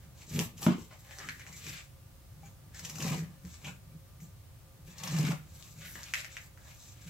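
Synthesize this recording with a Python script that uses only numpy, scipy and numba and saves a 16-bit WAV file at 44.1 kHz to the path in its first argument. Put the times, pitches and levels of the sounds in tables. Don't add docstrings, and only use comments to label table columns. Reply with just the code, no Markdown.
import sys
import numpy as np
from scipy import signal
from scipy.fft import rfft, irfft
from scipy.io import wavfile
from scipy.ndimage import uniform_filter1d
from numba import njit

SR = 44100
rng = np.random.default_rng(int(sys.argv[2]) if len(sys.argv) > 2 else 0)


def ratio(d):
    e = np.asarray(d, float) / 20
    return 10 ** e


def pcm_store(signal):
    levels = np.round(np.clip(np.atleast_2d(signal), -1, 1) * 32767)
    wavfile.write(sys.argv[1], SR, levels.astype(np.int16).T)


N = 312757

# f/Hz, density/dB
AIR_SPECTRUM = [(15, -31), (25, -21.5), (74, -4.5), (130, -6.5), (211, -22.5), (299, -25), (486, -30.5),
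                (527, -30), (672, -29), (1220, -33), (2030, -36), (11400, -39), (15800, -37)]
AIR_DB = -54
# f/Hz, likeness/0-1
AIR_LIKENESS = [(30, 0.95), (150, 0.82), (500, 0.22), (1500, 0.24), (4000, 0), (16000, 0.15)]
# f/Hz, width/Hz, level/dB
FAN_WHINE = [(536.3, 6.9, -75), (1193, 7.3, -80)]
# delay/s, level/dB
ECHOES = [(.0021, -9), (.0060, -5), (.0086, -10), (.0175, -13)]
HAND_MOVES = [.52, .88, 1.37, 1.62, 2.2, 2.94, 3.04, 3.12, 3.35, 4.0, 4.6, 5.1, 5.2, 5.27, 5.45, 5.75, 6.1,
              6.3, 6.55]

# f/Hz, width/Hz, level/dB
TABLE_LOW = [(114, 48, -21.5), (154, 16.7, 2.5), (179.2, 26, -6.5)]
TABLE_HIGH = [(225, 44.4, 2), (326.7, 34.5, -6), (416.4, 60, -7)]
# peak t/s, rise/s, fall/s, lowest modes level/dB, upper over lowest/dB
LOADS = [(.06, .07, .15, -57.5, -8.5), (.36, 0.074, 0.17, -31.5, -8.5), (.41, 0.074, 0.066, -32, 0),
         (.64, 0.11, 0.08, -43.5, -7), (.74, 0.077, 0.15, -42, 1.5), (1.246, 0.065, 0.3, -53.5, -3.5),
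         (1.484, .08, 0.34, -54.5, -11), (1.672, 0.085, .17, -48.5, -7), (2.46, 0.25, 0.11, -53, -14),
         (2.67, 0.063, 0.21, -56, -10), (3.1, 0.25, 0.21, -31.5, -9), (3.21, .1, 0.13, -35.5, -16.5),
         (3.45, 0.034, 0.1, -44, -14.5), (3.68, 0.07, 0.085, -40, -11), (3.97, 0.32, 0.084, -51, -16),
         (4.23, 0.054, 0.1, -46, -19), (4.896, 0.21, 0.072, -52.5, -9.5), (5.2, 0.18, 0.21, -25.5, -15.5),
         (5.31, 0.19, 0.069, -30.5, -12.5), (5.43, .05, .04, -52, -20), (5.56, 0.073, 0.091, -54.5, -10.5),
         (5.82, 0.32, 0.29, -54, -12.5), (5.96, 0.063, 0.09, -67, 7.5), (7.06, 0.058, 0.22, -46.5, -16.5)]
# f/Hz, level/dB, t60/s
KNOCK_MODES = [(159, -10, .15), (182.3, -1, 0.184), (210.2, 6, 0.055), (230.5, -2.5, 0.14),
               (319.7, -9.5, 0.16), (360, -25, 0.17), (626, -12, 0.12), (944, -20, 0.051),
               (1257, -25, 0.093)]
# t/s, level/dB
LANDING = [
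    (0.665, -12),
    (0.6834, -14.5),
    (0.7033, -23.5),
]
# t/s, level/dB, f/Hz, t60/s
HANDLE_TAPS = [
    (2.432, -50, 800, .15),
    (3.062, -40, 760, .1),
    (3.682, -48, 790, .1),
    (3.155, -44, 740, .07),
    (.925, -54, 620, .15),
]
# t/s, level/dB, f/Hz, t60/s, rise/s
LEANS = [
    (.315, -31.5, 105.5, 0.63, 0.04),
    (.33, -31.5, 235.4, 0.36, 0.025),
    (3.03, -34, 107.5, .5, .04),
    (1.183, -53, 399, 0.24, .01),
    (1.271, -47, 256, 0.21, 0.017),
    (2.43, -57.5, 2310, 0.19, 0.012),
    (2.851, -55, 482, 0.19, .015),
    (3.441, -44.5, 76.5, 0.42, 0.027),
    (3.66, -41.5, 182.3, .25, .02),
    (5.939, -55, 381, 0.23, .015),
]

# peak t/s, rise/s, fall/s, level/dB, f/Hz
SINGS = [(4.216, .02, .12, -61, 6300), (4.221, .04, .08, -60, 13500), (4.231, .04, .1, -64, 7400),
         (2.461, .06, .12, -61, 6700), (2.451, .05, .12, -69, 13400), (3.656, .02, .1, -54, 6250),
         (3.654, .015, .11, -48, 2500), (3.661, .02, .06, -62, 11300), (3.671, .04, .1, -63, 13800),
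         (3.662, .03, .18, -60, 7400), (1.288, .003, .025, -44, 4200), (1.187, .004, .03, -49, 6000),
         (1.201, .02, .16, -53, 1250), (1.202, .03, .14, -55, 1900), (1.289, .003, .03, -46, 1700),
         (1.411, .03, .08, -52, 2000), (1.541, .05, .08, -56, 2100), (1.531, .01, .08, -58, 7400),
         (.631, .01, .06, -47, 5800), (2.852, .006, .04, -49, 6200), (2.898, .006, .05, -50, 5900),
         (2.958, .006, .04, -51, 6100), (2.986, .006, .03, -51, 6300), (3.083, .006, .03, -49, 6300),
         (4.986, .008, .06, -53, 5800), (5.187, .008, .03, -50, 5600), (5.269, .006, .03, -48, 5800),
         (6.04, .003, .015, -52, 6600), (6.206, .004, .02, -53, 6800), (6.151, .012, .14, -54, 12500),
         (6.256, .01, .04, -62, 12000), (5.939, .004, .02, -55, 5900), (.701, .03, .14, -47, 1050),
         (.702, .02, .06, -48, 690), (.746, .03, .07, -43, 270), (.721, .04, .12, -41, 345),
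         (3.1, .1, .12, -51, 1000), (5.04, .008, .05, -49, 4000), (3.04, .06, .12, -53, 4000),
         (6.145, .006, .1, -49, 3600)]
# peak t/s, rise/s, fall/s, level/dB, f/Hz
MORE_SINGS = [(3.656, .015, .1, -51, 3000), (3.661, .02, .1, -63, 3800), (3.681, .04, .12, -55, 1500),
              (.681, .02, .16, -49, 3050), (.676, .01, .1, -46, 1450), (3.091, .12, .12, -58, 14300),
              (1.721, .12, .12, -61, 13000), (1.221, .04, .1, -58, 2900), (1.321, .02, .06, -57, 4100),
              (3.509, .004, .02, -58, 6200), (3.626, .004, .02, -57, 7000), (2.456, .004, .02, -59, 6900),
              (3.916, .004, .03, -67, 2400)]
# t/s, crack level/dB
CHATTER = [(3.043, -38), (3.062, -37.5), (3.098, -36.5), (3.117, -39), (3.143, -37.5), (3.012, -42),
           (3.034, -42), (3.052, -40), (3.071, -38.5), (3.128, -41), (3.163, -44), (3.178, -43.5),
           (4.996, -49), (5.052, -50), (5.122, -42), (5.151, -44), (5.196, -42), (5.3, -43), (4.988, -45.5),
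           (5.108, -38.5), (5.139, -40), (5.208, -37), (5.227, -39), (5.248, -37), (5.284, -39)]
# t/s, crack level/dB, fold f/Hz, fold level/dB
RIPS = [(0.2992, -44, 3830, -7), (0.3585, -39.5, 3150, 1), (0.5771, -43.5, 3020, -7),
        (0.627, -31, 3820, -2.5), (0.9112, -57.5, 1138, 4), (1.394, -46, 1980, 0), (1.525, -44, 2100, -3),
        (1.664, -38, 2150, 2.5), (1.6906, -37, 2450, -7), (2.744, -44.5, 1710, -5), (2.7912, -37, 1730, -4),
        (2.8485, -30.5, 2820, -4.5), (2.8955, -33.5, 2410, -6.5), (2.9535, -34.5, 2570, -6.5),
        (3.002, -31.5, 2770, -3), (3.022, -30, 1950, -7), (3.079, -38, 2260, -2), (3.1883, -40, 1670, -3.5),
        (3.6441, -42.5, 2570, 4), (4.2008, -53, 2310, -1), (4.98, -40.5, 4230, -3),
        (5.034, -31.5, 3370, -3), (5.0733, -30.5, 1070, -10), (5.1638, -35, 2180, -3),
        (5.184, -33, 1070, -6), (5.2652, -36, 1200, -3), (5.3153, -37.5, 1730, 2.5),
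        (5.8149, -48, 2160, -1), (5.953, -45.5, 1750, 6.5), (2.9823, -35.5, 1000, -9)]
# t/s, crack level/dB, fold f/Hz, fold level/dB, lean/dB (half of it shows as left
SLAP = [
    (0.664, -38, 3000, 6.5, -2),
]
# t/s, crack level/dB, fold f/Hz, fold level/dB, lean/dB (half of it shows as left minus
SNAPS = [(0.3913, -20, 3120, -4, 2), (0.6642, -35, 1070, 8.5, 0), (1.1857, -35, 1700, -9, 4),
         (1.2875, -33, 1880, 4, 2.0), (1.4653, -45, 2050, 3.5, 2.0), (3.2584, -60, 1720, 2, 0.5),
         (3.45, -46, 2030, -6, 3.5), (3.5418, -46, 1060, -13, 5), (5.6247, -41.5, 3830, -4, 8),
         (6.0317, -33.5, 1770, -15, 4), (6.137, -22.5, 2200, 2, 2.5), (6.2043, -34.5, 2670, -7, 4),
         (6.2456, -35.5, 2110, 0, 6), (6.3454, -63, 2560, 1, 1.5), (6.3676, -38.5, 2120, 6, 0),
         (6.5746, -54.5, 1500, 4, 1.0)]

# f/Hz, width/Hz, level/dB
SHEET = [(564, 134, 6), (814, 193, 6.5), (1070, 460, 5), (1250, 250, 4.5)]
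HOLLOW = [(1676, 164, 7.5), (2600, 3260, -2), (3275, 310, 5.5)]
FIBRE = [(3860, 830, -2.5), (6250, 1620, 0), (7730, 750, 1.5)]
FINE = [(10570, 1100, -14), (11570, 2700, 0.5), (14600, 1600, -4.5)]
# t/s, f/Hz
OPENING = [(0.0, 1780), (0.35, 2460), (1.32, 1640), (1.56, 2250), (2.53, 2150), (2.74, 1710), (2.9, 2600),
           (3.34, 1600), (3.45, 2180), (4.82, 2020), (4.93, 2660), (5.41, 1910), (5.69, 2260), (5.98, 1670),
           (6.12, 2400), (6.67, 1780), (6.75, 2450), (7.09, 2000)]
# peak t/s, rise/s, fall/s, fibres level/dB, hollow over fibres/dB
CUTS = [
    (.4, 0.05, 0.11, -44, -1.5),
    (.64, 0.06, 0.076, -44.5, -4.5),
    (3.09, 0.29, 0.19, -48, 1.5),
    (5.0, 0.051, 0.2, -56.5, -0.5),
    (5.05, 0.044, 0.1, -53.5, 5.5),
    (5.17, 0.3, 0.25, -50.5, 1),
    (5.28, 0.31, 0.14, -54, 8),
]
PRESSES = [(.69, 0.019, 0.13, -54, 6.5), (.93, 0.047, 0.076, -66.5, 7), (1.2, 0.25, .1, -57.5, -3),
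           (1.48, 0.044, 0.1, -60.5, -2), (2.86, 0.076, 0.055, -64, -2), (3.33, 0.087, 0.13, -74.5, 3),
           (3.47, 0.062, .06, -73.5, 7.5), (3.67, 0.069, 0.093, -60, 6.5), (5.83, 0.084, 0.14, -64.5, 1.5),
           (5.96, 0.037, 0.13, -57, 0.5), (6.69, 0.19, 0.05, -64.5, -1.5)]
FOLDS = [(.8, .1, 0.15, -60.5, -3), (.03, 0.053, 0.071, -73, 7), (1.12, 0.13, 0.21, -64, 6.5),
         (1.24, 0.16, 0.086, -56.5, 4.5), (1.3, 0.029, 0.084, -57, 4), (1.405, 0.05, 0.16, -63, 3),
         (1.72, 0.2, 0.16, -48, 2), (4.87, 0.029, 0.25, -62, -1.5), (5.84, 0.16, 0.17, -54, -2),
         (6.05, 0.16, 0.24, -57, 3.5), (6.17, 0.062, 0.14, -48.5, 4), (6.36, 0.21, 0.15, -58.5, 3),
         (6.69, 0.11, 0.22, -58, -5), (7.09, 0.18, .1, -56, 0.5)]
SKIMS = [(.22, 0.1, 0.073, -58.5, -1), (.34, 0.089, .12, -45.5, -7), (.59, 0.032, 0.087, -53, -4),
         (1.0, 0.077, 0.61, -63, -12), (1.35, 0.089, .12, -56, -15), (1.56, 0.2, .17, -54.5, -13),
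         (1.79, 0.14, 0.087, -57.5, -5), (2.47, 0.11, 0.047, -66, 1.5), (2.76, 0.036, 0.26, -55, -3),
         (2.87, 0.12, 0.12, -55.5, -1), (3.47, 0.084, 0.14, -60.5, -5), (3.55, .1, 0.24, -60.5, -4),
         (4.225, .03, .09, -65, -9), (5.57, 0.14, 0.11, -57, -7), (5.64, 0.06, 0.38, -59, -6.5),
         (5.93, 0.17, 0.14, -50.5, -10), (6.2, .05, .12, -65, -12), (6.45, 0.15, 0.063, -58, -23),
         (6.85, 0.22, 0.18, -58, -9.5)]
# sheet over hollow/dB, finest fibres over fibres/dB
CUT_MIX = (-1.9, -2.9)
PRESS_MIX = (1, -10.5)
FOLD_MIX = (-16.5, -6.5)
SKIM_MIX = (-7, -6.5)

FOOT_DB = -25
RUB_ROUND, LOAD_ROUND = 1.34, 1.034
RIP_PAN_DB, TABLE_PAN_DB = 3.5, 1.1


def unit(x):
    return x / np.sqrt(np.mean(x ** 2))


def ring(x, hz, width):
    return signal.lfilter(*signal.iirpeak(min(hz, .45 * SR), hz / width, fs=SR), x)


def ring_twice(x, hz, width):
    return ring(ring(x, hz, width), hz, width)


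def body(x, modes):
    out = 0
    for k, (hz, width, db) in enumerate(modes):
        out = out + (-1) ** k * ratio(db) * ring_twice(x, hz, 1.56 * width)
    return unit(out)


def walk(rate):
    hold = int(SR / rate)
    steps = np.repeat(rng.standard_normal(N // hold + 1), hold)
    return 1.24 * uniform_filter1d(uniform_filter1d(steps, hold), hold)[:N]


def grains(rate, spread_db):
    chance, size, sign = rng.random(N), rng.exponential(size=N), rng.standard_normal(N)
    return (chance < rate / SR) * ratio(spread_db * size) * sign


def swells(rows, roundness):
    t, power = np.arange(N) / SR, np.zeros((2, N))
    for s, rise_s, fall_s, db, over_db in rows:
        on = slice(max(int((s - 2 * rise_s) * SR), 0), int((s + 2 * fall_s) * SR))
        away = np.maximum((s - t[on]) / rise_s, (t[on] - s) / fall_s)
        level_db = db + FOOT_DB * away ** roundness
        power[:, on] += ratio(2 * (level_db + np.array([[0], [over_db]])))
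    return power


def place(out, s, sound):
    start, laid = int(s * SR), out + np.zeros(N)
    laid[start:start + len(sound)] += sound[:N - start]
    return laid


def air():
    log_hz = np.log(np.fft.rfftfreq(N, 1 / SR) + 1)
    hz, db = np.transpose(AIR_SPECTRUM)
    colour = ratio(np.interp(log_hz, np.log(hz), db))
    hz, likeness = np.transpose(AIR_LIKENESS)
    alike = np.clip(np.interp(log_hz, np.log(hz), likeness), 0, 1)
    mid, side = (irfft(rfft(rng.standard_normal(N)) * colour * np.sqrt(1 + k * alike), N) for k in (1, -1))
    whine = sum(ratio(db) * unit(ring(rng.standard_normal(N), f, w)) for f, w, db in FAN_WHINE)
    return ratio(AIR_DB) * np.array([mid + side, mid - side]) / np.std(mid) + whine


def room(x, t60, wet_db, echo_db, pan_db, moves=HAND_MOVES):
    t = np.arange(int(.4 * SR)) / SR
    out = np.zeros((2, N + len(t)))
    edges = [0, *(int(s * SR) for s in moves), N]
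    for port, side in enumerate((1, -1)):
        hiss = rng.standard_normal(len(t))
        dull = signal.lfilter(*signal.butter(2, 3300, fs=SR), hiss)
        for place_no, (a, b) in enumerate(zip(edges, edges[1:])):
            low, high = np.roll([dull, hiss - dull], shift=place_no * 877, axis=1)
            tail = low * ratio(-60 * t / t60) + high * ratio(-60 * t / (0.7 * t60))
            build_up = np.clip(t / 0.0089, 0, 1)
            reply = ratio(wet_db) * tail * build_up / np.sqrt(np.sum(tail ** 2))
            reply[0] += 1
            for k, (delay, db) in enumerate(ECHOES):
                reply[int(delay * SR) + 3 * (k + 1) * side] += ratio(db + echo_db)
            gain = ratio(side * pan_db / 2) / np.sqrt(np.sum(reply ** 2))
            out[port, a:b + len(t) - 1] += signal.fftconvolve(x[a:b], reply) * gain
    return out[:, :N]


def placed(pair, *space):
    left, right = pair
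    return room((left + right) / 2, *space) + np.array([left - right, right - left]) / 2


def drumming():
    low_level, high_level = np.sqrt(swells(LOADS, LOAD_ROUND))
    shake = grains(400, 1.4)
    low = body(shake, TABLE_LOW)
    low = unit(low / (uniform_filter1d(low ** 2, size=600) + .05) ** 0.23)
    return low_level * low + high_level * body(shake, TABLE_HIGH)


def struck(db, hz, t60, rise_s):
    t = np.arange(SR // 2) / SR
    return ratio(db - 60 * t / t60) * np.sin(2 * np.pi * hz * t) * (1 - np.exp(-t / rise_s))


def knock():
    hand = sum(struck(db, hz, t60, 1.0 / hz) for hz, db, t60 in KNOCK_MODES)
    hand = signal.lfilter(*signal.butter(2, 70, "high", fs=SR), hand)
    out = 0
    for s, db in LANDING:
        out = place(out, s, -ratio(db) * hand / np.abs(hand).max())
    for s, *tap in HANDLE_TAPS:
        out = place(out, s, struck(*tap, 0.00046))
    for s, *lean in LEANS:
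        out = place(out, s, struck(*lean))
    return out


def singing():
    out = np.zeros(N)
    t = np.arange(SR // 2) / SR - .15
    for s, rise_s, fall_s, db, hz in SINGS + MORE_SINGS:
        band = unit(ring_twice(rng.standard_normal(len(t)), hz, 0.18 * hz))
        swell = ratio(db + FOOT_DB * np.maximum(-t / rise_s, t / fall_s))
        out = place(out, s + t[0], band * swell)
    return out


def tears(count):
    t = np.arange(1500) / SR
    peak_s, width_s = 0.0036, 0.0037
    return rng.standard_normal((count, len(t))) * np.exp(-((t - peak_s) / width_s) ** 2)


def crack_and_fold(events, pushes, gain_db, crack_width):
    out = np.zeros((2, N + SR))
    for (s, db, hz, fold_db, pan_db), push in zip(events, pushes):
        fold = ring_twice(push, hz, 0.65 * hz)
        crack = ring_twice(push, 6030, crack_width) + 0.37 * ring(push, 10760, 4100)
        sound = ratio(fold_db) * fold / np.abs(fold).max() + crack / np.abs(crack).max()
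        lean_db = np.array([[pan_db], [-pan_db]]) / 4
        out[:, int(s * SR):int(s * SR) + len(push)] += ratio(db + gain_db + lean_db) * sound
    return out[:, :N]


def chatter():
    fold_hz, fold_db = 2200, -4.5
    jumps = [(*jump, fold_hz, fold_db, RIP_PAN_DB) for jump in CHATTER]
    return crack_and_fold(jumps, tears(len(jumps)), 4.7, 4800)


def rips():
    events = [(*rip, RIP_PAN_DB) for rip in RIPS] + SLAP
    return crack_and_fold(events, tears(len(events)), 3.5, 4100)


def snaps():
    t = np.arange(1500) / SR
    sudden = np.tile(np.exp(-t / .00003), (len(SNAPS), 1))
    thin = signal.butter(2, 800, "high", fs=SR, output="sos")
    cracks = signal.sosfilt(thin, crack_and_fold(SNAPS, sudden, 9.15, 4940))
    return np.roll(cracks, shift=30, axis=1)


@njit
def glide(x, hz, sharp):
    y, b, l = np.empty(len(x)), 0., 0.
    for i in range(len(x)):
        g = np.tan(np.pi * hz[i] / SR)
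        v = (b + g * (x[i] - l)) / (1 + g * (g + 1 / sharp))
        b, l, y[i] = 2 * v - b, l + 2 * g * v, v
    return y


def rubbing():
    fold_hz = np.interp(np.arange(N) / SR, *np.transpose(OPENING))
    power = 0
    touches = ((CUTS, CUT_MIX), (PRESSES, PRESS_MIX), (FOLDS, FOLD_MIX), (SKIMS, SKIM_MIX))
    for rows, (sheet_db, fine_db) in touches:
        fibres, fold = swells(rows, RUB_ROUND)
        power = power + np.array([fibres, fold, fold * ratio(2 * sheet_db), fibres * ratio(2 * fine_db)])
    jerk = walk(110)
    stutter = ratio(3.1 * (jerk - uniform_filter1d(jerk, size=2000)))
    low, high = (grains(8000, 2.02) * stutter for _ in range(2))
    sharp = 3.0
    fold = glide(glide(low, fold_hz, sharp), fold_hz, sharp)
    hollow = unit(unit(fold) + ratio(0.5) * body(low, HOLLOW))
    parts = body(high, FIBRE), hollow, body(low, SHEET), body(high, FINE)
    return sum(level * ratio(2.56 * walk(30)) * part for level, part in zip(np.sqrt(power), parts))


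def ports(pair):
    wider_db, right_shine_db = 1.2, 2
    left, right = pair
    side = (left - right) / 2
    extra = (ratio(wider_db) - 1) * signal.lfilter(*signal.butter(1, 900, "high", fs=SR), side)
    shine = (ratio(right_shine_db) - 1) * ring(right, 13400, 4300)
    return np.array([left + extra, right - extra + shine])


def scene():
    torn = rips()
    paper = placed(snaps(), 0.31, -0.15, 0.098, 1.1) + room(rubbing(), 0.15, 3.0, -25.0, 1.9)
    table = room(drumming() + knock(), 0.2, -14.5, -13.5, TABLE_PAN_DB, [])
    background = air()
    paper = paper + placed(torn + chatter(), 0.35, -1.5, -3.5, 1.1)
    paper = paper + room(singing(), 0.12, -2.2, -10, 1.6)
    paper[0] = np.roll(paper[0], 1)
    return ports(paper) + table + background


def low_pass(x):
    return signal.sosfilt(signal.butter(12, 16640, fs=SR, output="sos"), x)


def record(dry):
    top_cut = signal.ellip(10, .2, 70, 15780, fs=SR, output="sos")
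    return low_pass(signal.sosfilt(top_cut, dry))


dry = scene()
out = record(dry)
pcm_store(out)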